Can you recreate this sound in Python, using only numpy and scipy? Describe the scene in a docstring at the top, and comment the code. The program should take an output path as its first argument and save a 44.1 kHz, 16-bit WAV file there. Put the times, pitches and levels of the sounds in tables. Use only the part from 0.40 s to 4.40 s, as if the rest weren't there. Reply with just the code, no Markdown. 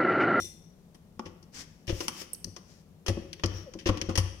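"""In a quiet kitchen a plastic stirring stick is picked up, leaving something metal ringing.
The stick taps a blender lid and slides through it in two strokes. Just after two seconds, hands lift
the full jug onto its motor base. It is twisted, scraping and groaning, until it seats near the end.
All along plastic clicks and clatters, the heavier knocks ring the jug and set the base thudding on
the counter, and a small hard room answers."""
import sys
import numpy as np
from scipy import signal
from scipy.fft import rfft, irfft
from scipy.io import wavfile
from scipy.ndimage import uniform_filter1d

SR = 44100
rng = np.random.default_rng(int(sys.argv[2]) if len(sys.argv) > 2 else 0)


def inscribe(sig):
    """Save sig as 16-bit PCM at rate SR to the path in sys.argv[1].

    A 1-D sig is mono; a 2-D sig holds one channel per row.
    Samples are clipped to [-1, 1] before scaling.
    """
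    pcm = np.round(np.clip(np.atleast_2d(sig).T, -1, 1) * 32767)
    wavfile.write(sys.argv[1], SR, pcm.astype(np.int16))


N = 176400
CLICK_RISE_S, SCUFF_RISE_S = 0.0006, 0.0037  # how fast sharp and glancing hits swell
RUB_GRAIN_DB = 1  # roughness of rubbing


def amp(db):
    """Turns decibels into a gain."""
    return 10 ** (np.asarray(db) / 20)


def unit(x):
    """Scales a signal to an average (rms) level of 1."""
    return x / np.sqrt(np.mean(x ** 2) + 1e-20)


def read(points, hz):
    """Looks up a table on a log-frequency axis."""
    f, value = np.transpose(points)
    return np.interp(np.log(hz + 1), np.log(f + 1), value)


def add(mix, s, sound):
    """Mixes a sound in, starting at s seconds."""
    part = mix[:, max(round(s * SR), 0):][:, :sound.shape[-1]]
    part += sound[..., :part.shape[1]]


# how alike left and right are (frequency [Hz], likeness [0 to 1])
LIKENESS = [(260, 0.94), (700, 0.57), (1500, 0.047), (5000, 0.18), (9000, 0.11), (15000, 1)]


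def white(size):
    """Even hiss in two partly alike channels."""
    hz = np.fft.rfftfreq(size, 1 / SR)
    left, other = np.exp(2j * np.pi * rng.random((2, len(hz))))
    same = np.clip(read(LIKENESS, hz), -1, 1)
    right = same * left + np.sqrt(1 - same ** 2) * other
    return unit(irfft(np.array([left, right]), size))


def noise(colour, size, band=(0, SR)):
    """Hiss shaped by a colour (a level for each frequency) and kept within a band."""
    hz = np.fft.rfftfreq(size, 1 / SR)
    inside = (hz >= band[0]) & (hz < band[1])
    return unit(irfft(rfft(white(size)) * amp(read(colour, hz)) * inside, size))


def grain(depth_db, size, count):
    """Surfaces catch and slip: a gain that wobbles about every count samples."""
    wobble = unit(uniform_filter1d(rng.standard_normal(size), count))
    return unit(amp(depth_db * wobble))


def ring(tones, rise_s):
    """One blow starts all of an object's tones; each dies by 60 dB in its fade time."""
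    t = np.arange(SR) / SR
    waves = sum(amp(db - 60 * t / fade_s) * np.sin(2 * np.pi * hz * t) for hz, db, fade_s in tones)
    return (1 - np.exp(-t / rise_s)) * waves


def slide(curve, colour):
    """Rubbing on plastic: rough hiss that follows a loudness curve."""
    s, db = np.transpose(curve)
    loudness = amp(np.interp(np.arange(N) / SR, s, db, left=-120, right=-120))
    return loudness * noise(colour, N) * grain(RUB_GRAIN_DB, N, count=40)


# colour of the room's hum (frequency [Hz], level [dB])
HUM_COLOUR = [(15, -46), (25, -12), (102, -7), (127, -15), (161, 0.5), (300, -19), (416, -17.5),
              (1650, -36), (16000, -45)]
HUM_DB = -55.5


def room_hum():
    """Faint, steady, low noise behind everything."""
    return amp(HUM_DB) * noise(HUM_COLOUR, N)


# how long the echo lasts (frequency [Hz], fade time [s])
ECHO_FADE = [(100, 0.6), (1000, 0.65), (3000, 0.81), (5800, 0.7), (10000, 0.75), (16000, 0.28)]
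# colour of the echo (frequency [Hz], level [dB])
ECHO_COLOUR = [(100, -12), (350, -6.5), (540, -6), (800, -7.5), (1150, -7), (3000, -8.5), (4300, -12.5),
               (5800, -10.5), (8300, -15), (10000, -13)]
EARLY_DB, EARLY_S = -18.5, 0.02


def kitchen_echo(sound):
    """Sound bounces off counter and cupboards, then dies away in a short tail."""
    t = np.arange(SR) / SR
    hz, when, spectrum = signal.stft(white(SR), SR, nperseg=512)
    fade_s = read(ECHO_FADE, hz)[:, None]
    spectrum *= amp(read(ECHO_COLOUR, hz)[:, None] - 60 * when / fade_s)
    spectrum *= np.sqrt(2 * np.log(1000) / fade_s / SR)  # a longer fade adds no energy
    swell = 1 - np.exp(-(t / EARLY_S) ** 2)
    tail = signal.istft(spectrum, SR, nperseg=512)[1][:, :SR] * swell
    early = unit(white(SR) * t * np.exp(-2 * t / EARLY_S)) / np.sqrt(SR)
    return signal.fftconvolve(sound, tail + amp(EARLY_DB) * early, axes=1)[:, :N]


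# hands sliding on the jug (time [s], level [dB])
HAND_SLIDE = [(2.25, -74), (2.3, -60.5), (2.42, -69)]
# colour of a light rub, by hand or stick (frequency [Hz], level [dB])
LIGHT_RUB_COLOUR = [(350, -7), (600, -18), (1850, -8.5), (3730, -12.5), (5400, -4.5), (16000, -32.5)]


def hands():
    """Hands slip softly on the jug as they lift it."""
    return slide(HAND_SLIDE, LIGHT_RUB_COLOUR)


# taps on the metal as the stick is taken (time [s], level [dB])
METAL_HITS = [(.001, -39.5), (.019, -43.5), (.044, -43.5)]
# the metal's tones (pitch [Hz], level [dB], fade time [s])
METAL_TONES = [(2020, -15.5, 0.3), (3563, -3, 0.24), (4199, -12, 0.35), (5830, 5, 0.25), (7360, -11, 0.34),
               (8900, -7.5, 0.31), (10000, -11, 0.16), (11200, -8, 0.16), (15000, -12, 0.15)]
# colour of its jingle (frequency [Hz], level [dB])
JINGLE_COLOUR = [(900, -38), (2030, -18.5), (4800, -14), (5600, -1.5), (6600, -11.5), (8200, -10.5),
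                 (9700, -9.5), (15000, -24)]
JINGLE_DB, JINGLE_S, METAL_SPLIT = -4.5, 0.054, 0.00846


def metal():
    """Thin metal is tapped: each tone splits into a close, wavering pair, over a faint jingle."""
    out, t = np.zeros((2, N)), np.arange(SR) / SR
    for s, db in METAL_HITS:
        pairs = [(hz * (1 + METAL_SPLIT * rng.standard_normal()), level, fade_s)
                 for hz, level, fade_s in METAL_TONES for _ in range(2)]
        jingle = amp(JINGLE_DB) * noise(JINGLE_COLOUR, SR) * np.exp(-t / JINGLE_S)
        add(out, s, amp(db) * (.5 * ring(pairs, CLICK_RISE_S) + jingle))
    return out


# the stick hitting the lid (time [s], level [dB])
STICK_HITS = [(.7945, -27.5), (1.682, -34.5)]
# tones of that tap (pitch [Hz], level [dB], fade time [s])
TAP_TONES = [(226, -3.5, 0.088), (882, -1, 0.034), (1098, -1, 0.029)]


def stick_taps():
    """The stick's tip taps the lid with a very brief ring."""
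    out = np.zeros((2, N))
    for s, db in STICK_HITS:
        add(out, s, amp(db) * ring(TAP_TONES, CLICK_RISE_S))
    return out


# the stick's first stroke (time [s], level [dB])
FIRST_STROKE = [(1.12, -71), (1.145, -48), (1.215, -42), (1.255, -65)]
# its second, longer stroke (time [s], level [dB])
SECOND_STROKE = [(1.47, -50), (1.5, -53), (1.55, -50.5), (1.645, -44), (1.675, -55), (1.73, -54),
                 (1.815, -41.5), (1.86, -63)]
# colour of the second stroke (frequency [Hz], level [dB])
STROKE_COLOUR = [(150, -36), (330, -16), (1670, -14.5), (2620, -8), (3980, -15), (5440, -5.5), (7700, -15),
                 (16000, -24)]


def stick_slides():
    """The stick rubs through the lid twice, plastic on plastic."""
    return slide(FIRST_STROKE, LIGHT_RUB_COLOUR) + slide(SECOND_STROKE, STROKE_COLOUR)


# the jug turning in the base (time [s], level [dB])
JUG_TURN = [(3.07, -61.5), (3.17, -46.5), (3.23, -55), (3.3, -76)]
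# colour of its scraping foot (frequency [Hz], level [dB])
FOOT_COLOUR = [(1000, -17), (4300, -21.5), (5250, -16), (5620, -1), (6100, -17), (7700, -34)]


def jug_scrape():
    """The jug's foot scrapes round in the base with a thin, high hiss."""
    return slide(JUG_TURN, FOOT_COLOUR)


def jug_groan(start_s=3.255, length_s=0.052, db=-41.5, from_hz=640, to_hz=435):
    """The turning jug rubs out one short, hollow, falling note."""
    out, size = np.zeros((2, N)), round(length_s * SR)
    cycles = np.cumsum(np.linspace(from_hz, to_hz, size)) / SR
    note = np.hanning(size) * np.sin(2 * np.pi * cycles)
    add(out, start_s, amp(db) * note * grain(RUB_GRAIN_DB, size, count=200))
    return out


# sharp plastic hits (time [s], five band levels from low to high [dB], decay [s])
SHARP_HITS = [(0.7935, -45.5, -48, -52, -54, -68, 0.0028), (1.027, -74, -76, -73, -61.5, -76, 0.0059),
              (1.6812, -50, -40, -36, -35.5, -40, 0.0038), (1.815, -48, -63, -51, -47, -58, 0.0091),
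              (1.9322, -62, -74, -82, -60, -37, 0.0011), (1.947, -81, -78, -85, -52, -57, 0.0028),
              (2.0432, -62, -66, -55, -39, -50, 0.0017), (2.163, -53.5, -54, -53.5, -48.5, -65, 0.0075),
              (2.662, -43.5, -48, -42, -42.5, -53, 0.015), (2.6815, -37, -43, -36, -36, -46, 0.0083),
              (2.996, -57, -63, -52.5, -63, -77, 0.0032), (3.0355, -33.5, -37, -34, -36, -55, 0.0045),
              (3.059, -72, -54, -53, -39.5, -53, 0.00076), (3.337, -57, -59, -57, -52.5, -71, 0.0045),
              (3.388, -65, -73, -50, -52.5, -67, 0.019), (3.572, -71, -57, -47, -48, -63, 0.0054),
              (3.614, -43.5, -54, -38, -37, -53, 0.002), (3.7755, -45, -37, -32.5, -29.5, -37, 0.0079)]
# glancing hits that swell more slowly (time [s], five band levels [dB], decay [s])
GLANCING_HITS = [(0.545, -63, -66, -63.5, -63, -66, 0.0051), (0.855, -45.5, -57, -50, -53, -68, 0.01),
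                 (1.477, -45, -56, -40, -45, -59, 0.011), (1.489, -34.5, -47, -39, -42, -57, 0.017),
                 (1.604, -35.5, -42.5, -40, -38, -49.5, 0.0049), (2.929, -58, -68, -44.5, -44, -57, 0.0028),
                 (3.457, -40, -46, -34.5, -39, -61, 0.0099), (3.467, -34.5, -37.5, -35.5, -35, -50, 0.0077),
                 (3.488, -31, -31.5, -35, -39, -51.5, 0.0033), (3.689, -40, -40, -45, -46.5, -58.5, 0.014),
                 (3.754, -38.5, -47, -35, -33, -45, 0.0031)]
# borders of the five bands (frequency [Hz])
BAND_BORDERS = [280, 700, 1500, 4200, 7800, 16500]
# how much longer each band rings (extra decay [s])
BAND_EXTRA_DECAY = [0.0086, 0.0049, 0.003, 0.0019, 0.0028]
# colour of struck plastic (frequency [Hz], level [dB])
PLASTIC_COLOUR = [(250, -9), (354, 6.5), (436, -12.5), (519, 2.5), (586, -10.5), (860, -22), (1060, -13.5),
                  (1470, -22), (1950, -12), (2160, -19), (3060, -11.5), (3980, -23.5), (5730, -15),
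                  (7980, -38.5), (10000, -39), (16000, -58.5)]
CLICK_DB, SCUFF_DB, CHATTER_DB = 0.5, -1.5, 2.5


def plastic_hits(hits, rise_s):
    """Plastic meets plastic: a rough burst that dies fast, slower in the low bands."""
    out, t = np.zeros((2, N)), np.arange(4096) / SR
    head = round(.02 * SR)  # the first 20 ms set a burst's level
    for s, *levels, decay_s in hits:
        chatter = grain(CHATTER_DB, len(t), count=48)
        for band, db in enumerate(levels):
            shape = (1 - np.exp(-t / rise_s)) * np.exp(-t / (decay_s + BAND_EXTRA_DECAY[band]))
            burst = noise(PLASTIC_COLOUR, len(t), BAND_BORDERS[band:band + 2]) * shape
            if band > 1:  # only the top three bands chatter
                burst *= chatter
            add(out, s, amp(db) * burst / np.std(burst[:, :head]))
    return out


# jug or stick landing (time [s], base thud [dB], jug ring [dB], low push [dB], favoured pitch [Hz])
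LANDINGS = [(.003, -42, -40, -67, 347), (.04, -64, -47, -69, 335), (.862, -45, -37.5, -62, 278),
            (1.480, -35, -51, -35, 200), (1.498, -53, -28, -29, 534), (1.528, -33.5, -39, -24.5, 407),
            (2.049, -55, -40, -45, 196), (2.072, -44, -40, -56, 260), (2.686, -26.5, -26, -30, 330),
            (2.697, -27.5, -23, -44, 526), (2.772, -42, -26, -44, 300), (3.040, -24, -21.5, -38, 360),
            (3.145, -34.5, -41, -45, 520), (3.353, -53, -33, -44, 330), (3.460, -33.5, -22.5, -30, 400),
            (3.493, -24.5, -18.5, -20.5, 323), (3.617, -36, -35.5, -54, 240),
            (3.688, -28.5, -23.5, -40, 257), (3.78, -18, -24.5, -46, 607)]
# tones of the motor base (pitch [Hz], level [dB], fade time [s])
BASE_TONES = [(94.6, 2, 0.28), (166, -12.5, 0.13), (61, -10, 0.34)]
# tones of the hollow jug (pitch [Hz], level [dB], fade time [s])
JUG_TONES = [(184, 2, 0.096), (232.4, -1, 0.1), (329.3, 2, 0.081), (366.4, -5, 0.082), (520.8, 0, 0.07),
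             (774, -6.5, 0.034), (1044, -6.5, 0.047)]
THUD_RISE_S, JUG_RISE_S, PUSH_S = 0.0014, 0.0016, 0.0027
FAVOUR_DB_PER_OCTAVE = 8.5  # jug tones far from the pitch that the struck spot favours ring less
PITCH_SHIFT = 0.032  # grip and sloshing fruit shift each tone by about this share per blow


def knocks():
    """A landing weight shoves the counter, bounces the base on its feet and rings the jug."""
    out, age = np.zeros((2, N)), np.arange(SR) / SR / PUSH_S
    push = 2 * age * (2 - age) * np.exp(-age)  # one shove and its rebound
    shifts = 1 + PITCH_SHIFT * rng.standard_normal((len(LANDINGS), len(JUG_TONES)))
    for (s, base_db, jug_db, push_db, favoured_hz), shift in zip(LANDINGS, shifts):
        base = [(hz * k, db, fade_s) for (hz, db, fade_s), k in zip(BASE_TONES, shift)]
        jug = [(hz * k, db - FAVOUR_DB_PER_OCTAVE * abs(np.log2(hz / favoured_hz)), fade_s)
               for (hz, db, fade_s), k in zip(JUG_TONES, shift)]
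        add(out, s, amp(push_db) * push)
        add(out, s, amp(base_db) * ring(base, THUD_RISE_S))
        add(out, s, amp(jug_db) * ring(jug, JUG_RISE_S))
    return out


def scene():
    """All the handling sounds and their echo, over the room's quiet hum."""
    near = amp(CLICK_DB) * plastic_hits(SHARP_HITS, CLICK_RISE_S)
    near += amp(SCUFF_DB) * plastic_hits(GLANCING_HITS, SCUFF_RISE_S)
    near += stick_slides() + hands() + jug_scrape()
    near += knocks() + stick_taps() + jug_groan() + metal()
    return near + kitchen_echo(near) + room_hum()


# how the microphone's two openings differ (frequency [Hz], left minus right [dB])
BALANCE = [(60, 5.5), (770, 5), (1170, 0.5), (2740, 4), (6410, 14), (9810, -13.5), (15000, 8.5)]
RIGHT_DELAY_S, TOP_HZ = 0.00015, 15900


def record(dry):
    """Two microphone openings differ in colour and arrival time; the highest treble is cut."""
    size = N + SR // 4
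    hz = np.fft.rfftfreq(size, 1 / SR)
    lean = amp(read(BALANCE, hz))
    delay = np.exp(-2j * np.pi * hz * RIGHT_DELAY_S)
    openings = np.array([lean, delay]) * 2 / (1 + lean)
    heard = irfft(rfft(dry, size) * openings, size)[:, :N]
    treble_cut = signal.firwin(511, TOP_HZ, window=("kaiser", 9), fs=SR)
    return signal.oaconvolve(heard, treble_cut[None], "same")


dry = scene()
out = record(dry)
inscribe(out)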